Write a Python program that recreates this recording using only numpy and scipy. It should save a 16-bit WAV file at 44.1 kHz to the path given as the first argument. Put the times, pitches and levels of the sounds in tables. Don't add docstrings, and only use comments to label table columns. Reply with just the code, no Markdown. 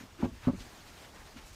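import sys
import numpy as np
from scipy import signal
from scipy.fft import rfft, irfft, next_fast_len
from scipy.io import wavfile
from scipy.ndimage import uniform_filter1d, map_coordinates

SR = 44100
rng = np.random.default_rng(int(sys.argv[2]) if len(sys.argv) > 2 else 0)


def wav_out(sig):
    wavfile.write(sys.argv[1], SR, np.round(np.clip(np.atleast_2d(sig).T, -1, 1) * 32767).astype(np.int16))


def volts_from_db(level):
    exponent = np.asarray(level, float) / 20
    return 10 ** exponent


N = 68355

EDGE_HZ = [66, 108, 167, 245, 340, 432, 545, 665, 850, 945, 1118, 1390, 1572]
# level/dB, t60/s
EDGE_RING = [(-19.5, 0.45), (-6, 0.08), (-11.5, .1), (5, 0.056), (-9.5, 0.088), (-15.5, 0.1),
             (-12.5, 0.037), (-12, 0.09), (-9.5, 0.026), (-12, .04), (-18, 0.13), (-32, 0.067), (-23, 0.1)]
BACK_HZ = [70, 120, 185, 250, 310, 398, 568, 711, 857, 1015, 1135, 1278, 1432, 1567]
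# level/dB, t60/s
BACK_RING = [(-3.5, 0.42), (-4, 0.059), (-3.5, .13), (2, 0.12), (-6, 0.027), (-13, 0.055), (-7.5, 0.078),
             (-20, 0.083), (-14.5, .07), (-16.5, 0.11), (-11, 0.11), (-13, 0.11), (-34.5, 0.11),
             (-32, 0.13)]
# t/s, level/dB, contact/ms
EDGE_BLOWS = [(.012, -45.5, 1.3), (.036, -43, 2.24), (.047, -48.5, 1.5), (.2275, -31, 1),
              (.2318, -20.5, 1.95), (.2445, -23.5, 1.47), (.256, -28.5, 0.6), (.284, -39, 1.86),
              (.328, -48.5, 1.9), (1.365, -51.5, 2.4), (1.384, -50.5, 2.3)]
# t/s, level/dB, contact/ms
BACK_BLOWS = [
    (.469, -44, 0.14),
    (.4722, -18, 2.3),
    (.4805, -23.5, 0.8),
    (.4962, -26, 1.4),
    (.519, -38, 1.8),
    (.534, -34.5, 1.2),
    (.606, -44.5, 2.2),
]
# t/s, swell/s, fade/s, level/dB, brightest f/Hz
DRAGS = [(-.03, 0.027, 0.074, -54, 1770), (.16, 0.062, 0.044, -50.5, 1550), (.228, 0.019, 0.027, -49, 1790),
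         (0.397, 0.061, 0.022, -49, 1570), (0.467, 0.0045, 0.056, -48.5, 1190),
         (0.582, 0.026, 0.045, -51, 3900), (.95, 0.037, .025, -57.5, 2500),
         (1.02, 0.025, 0.034, -57.5, 3000), (1.131, 0.033, .03, -57.5, 1490),
         (1.25, 0.032, 0.016, -56.5, 1300), (1.357, 0.019, 0.037, -51.5, 2630),
         (1.444, 0.02, 0.097, -57.5, 8100), (1.51, 0.029, .04, -58.5, 7500)]
# t/s, swell/s, fade/s, level/dB, panel f/Hz
HUMS = [(-.021, 0.03, 0.059, -50.5, 265), (0.2, 0.025, 0.028, -46.5, 272), (.184, .021, 0.025, -41.5, 314),
        (0.21, 0.017, .016, -52, 762), (.2245, 0.0034, .011, -40, 930), (.229, 0.011, 0.036, -41, 685),
        (.466, 0.0081, .026, -45, 1170), (.421, 0.043, 0.023, -51.5, 111), (.444, 0.015, .014, -60, 1012),
        (1, .016, .026, -66, 2100), (1.345, .012, 0.038, -50.5, 260), (.47, 0.014, 0.033, -36, 558),
        (.478, 0.026, .014, -50.5, 840), (.228, 0.015, 0.025, -43, 562), (.52, 0.015, .035, -44, 185),
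        (.5205, 0.022, 0.025, -50.5, 400)]
# t/s, swell/s, fade/s, level/dB, frame f/Hz
SHUDDERS = [
    (.236, .026, .03, -44, 46),
    (.291, 0.037, .06, -51, 62),
    (.511, 0.039, .034, -47, 43),
    (.586, .03, 0.037, -48, 42.6),
    (.55, 0.032, .03, -47, 94.6),
    (1.091, 0.032, 0.027, -56.5, 50.3),
    (1.356, 0.029, .034, -54, 56.6),
    (1.421, 0.031, 0.02, -52, 46),
    (1.511, 0.028, .03, -56, 50.7),
]
# f/Hz, t60/s
CABIN_DECAY = [(100, 0.32), (500, 0.14), (3000, 0.19)]
# t/s, level/dB
JACKET_MOVES = [(0, -56.5), (.08, -62), (.39, -61), (.44, -58), (.5, -63.5), (.57, -58), (.62, -57.5),
                (.82, -58), (.86, -57.5), (1.0, -57), (1.12, -59), (1.16, -58.5), (1.25, -59.5),
                (1.34, -59.5), (1.42, -58), (1.55, -64)]
# f/Hz, level/dB
CLOTH_COLOUR = [(90, -17), (160, -3), (400, -3.5), (900, -3.5), (3200, -10.5), (6500, -13.5), (9000, -19),
                (15500, -24.5)]
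# f/Hz, level/dB
RUMBLE_COLOUR = [(12, -49), (20, -4.5), (52, -1.5), (81, -2.5), (117, -9), (150, -11.5), (300, -18),
                 (390, -21.5), (660, -120)]
# f/Hz, level/dB
HISS_COLOUR = [(200, 0), (500, -9.5), (1500, -9.5), (6500, -15.5), (9000, -28), (15500, -40)]

# (t/s, loss/dB)
EDGE_SETTLES, BACK_SETTLES = (0.24, 11), (0.506, 13.6)
SETTLING_S = 0.0054
PANEL_HZ = 140
RADIATES_HZ = 71.4


def unit(x):
    return x / np.sqrt(np.mean(x ** 2) + 1e-20)


def along(points, hz):
    f, value = np.transpose(points)
    return np.interp(np.log(hz + 1), np.log(f + 1), value)


def wobble(rate):
    knots = rng.standard_normal(int(N * rate / SR) + 4)
    return map_coordinates(knots, [np.arange(N) * rate / SR])


def filtered(x, response):
    m = next_fast_len(N + 8192)
    return irfft(rfft(x, m) * response(np.fft.rfftfreq(m, 1 / SR)), m)[:N]


def rush(colour, patchy_db):
    z = signal.stft(rng.standard_normal(N), nperseg=512)[2]
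    patches = uniform_filter1d(rng.standard_normal(z.shape), 8, 0)
    patches = uniform_filter1d(patches, 6, 1)
    x = signal.istft(z * volts_from_db(patchy_db * unit(patches)), nperseg=512)[1][:N]
    return unit(filtered(x, lambda hz: volts_from_db(along(colour, hz))))


def swell_fade(start, swell, fade):
    t = np.arange(N) / SR - start
    ramp = np.minimum(t / swell, 1 - (t - swell) / fade)
    return np.sin(np.pi / 2 * np.clip(ramp, 0, 1)) ** 2


def ringing(hzs, rings, low):
    t = np.arange(SR // 2) / SR
    response = np.zeros(len(t))
    for hz, (db, t60) in zip(hzs, rings):
        if (hz < PANEL_HZ) == low:
            response += volts_from_db(db - 60 * t / t60) * np.sin(2 * np.pi * hz * t)
    return response


def knocks(blows, hzs, rings, settles):
    settle_s, loss_db = settles
    t = np.arange(N) / SR
    force = np.zeros((2, N))
    for start, db, ms in blows:
        push = np.sin(np.pi * np.clip((t - start) / (ms / 1000), 0, 1)) ** 2
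        force[int(start > settle_s)] -= volts_from_db(db) * push / push.sum()
    panels = signal.fftconvolve(force, ringing(hzs, rings, False)[None], axes=1)[:, :N]
    wall = signal.fftconvolve(force.sum(0), ringing(hzs, rings, True))[:N]
    muffling = volts_from_db(-loss_db * np.clip((t - settle_s) / SETTLING_S, 0, 1))
    x = panels[0] * muffling + panels[1] + wall
    return filtered(x, lambda hz: (1j * hz / (RADIATES_HZ + 1j * hz)) ** 2)


def drags():
    peak_db, width_octaves = 13.5, 1.58
    grain_db, grains_per_s = 1.5, 900
    grit = np.zeros(N)
    for start, swell, fade, db, peak_hz in DRAGS:
        noise = rng.standard_normal(N) * volts_from_db(grain_db * wobble(grains_per_s))

        def colour(hz):
            bump = np.exp(-(np.log2((hz + 1) / peak_hz) / width_octaves) ** 2)
            return volts_from_db(peak_db * bump + along(CLOTH_COLOUR, hz)) * (hz > 300)

        grit += volts_from_db(db) * swell_fade(start, swell, fade) * unit(filtered(noise, colour))
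    return grit


def hums():
    q = 4.3
    hum = np.zeros(N)
    for start, swell, fade, db, hz in HUMS + SHUDDERS:

        def resonance(f):
            damping = 1j * f * hz / q
            return (damping / (hz * hz - f * f + damping)) ** 2

        shape = swell_fade(start, swell, fade)
        x = shape * filtered(rng.standard_normal(N), resonance)
        hum += volts_from_db(db) * x * np.linalg.norm(shape) / np.linalg.norm(x)
    return hum


def cabin(x):
    hz, t, z = signal.stft(rng.standard_normal(SR // 2), SR, nperseg=256)
    decay = volts_from_db(-60 * t / along(CABIN_DECAY, hz)[:, None])
    tail = signal.istft(z * decay, SR, nperseg=256)[1]
    delayed = np.pad(x, (300, 0))
    return signal.fftconvolve(delayed, tail / np.linalg.norm(tail))[:N]


def jacket():
    start, db = np.transpose(JACKET_MOVES)
    moves_db = np.interp(np.arange(N) / SR, start, db)
    flutter_db = 0.5 * wobble(16) + 0.7 * wobble(45)
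    return volts_from_db(moves_db + flutter_db + 3) * rush(CLOTH_COLOUR, patchy_db=1.57)


def outdoors():
    lumps_db = 1.5 * wobble(14)
    return volts_from_db(-58 + lumps_db) * rush(RUMBLE_COLOUR, patchy_db=0.9)


def hiss():
    return volts_from_db(-64) * rush(HISS_COLOUR, patchy_db=1.0)


def scene():
    box = knocks(EDGE_BLOWS, EDGE_HZ, EDGE_RING, EDGE_SETTLES)
    box += knocks(BACK_BLOWS, BACK_HZ, BACK_RING, BACK_SETTLES)
    box += drags() + hums()
    reverb_db = -15
    return (box + volts_from_db(reverb_db) * cabin(box) + jacket() + outdoors())[None]


def roll_off(x):
    return signal.sosfilt(signal.butter(12, 15610, fs=SR, output="sos"), x)


def record(dry):
    notch_hz, notch_wide_hz, notch_db, top_hz = 10380, 500, 3, 15610

    def microphone(hz):
        dip = np.exp(-((hz - notch_hz) / notch_wide_hz) ** 2)
        return volts_from_db(-notch_db * dip) * (hz < top_hz)

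    mix = filtered(dry[0] + hiss(), microphone)
    return roll_off(mix[None])


dry = scene()
out = record(dry)
wav_out(out)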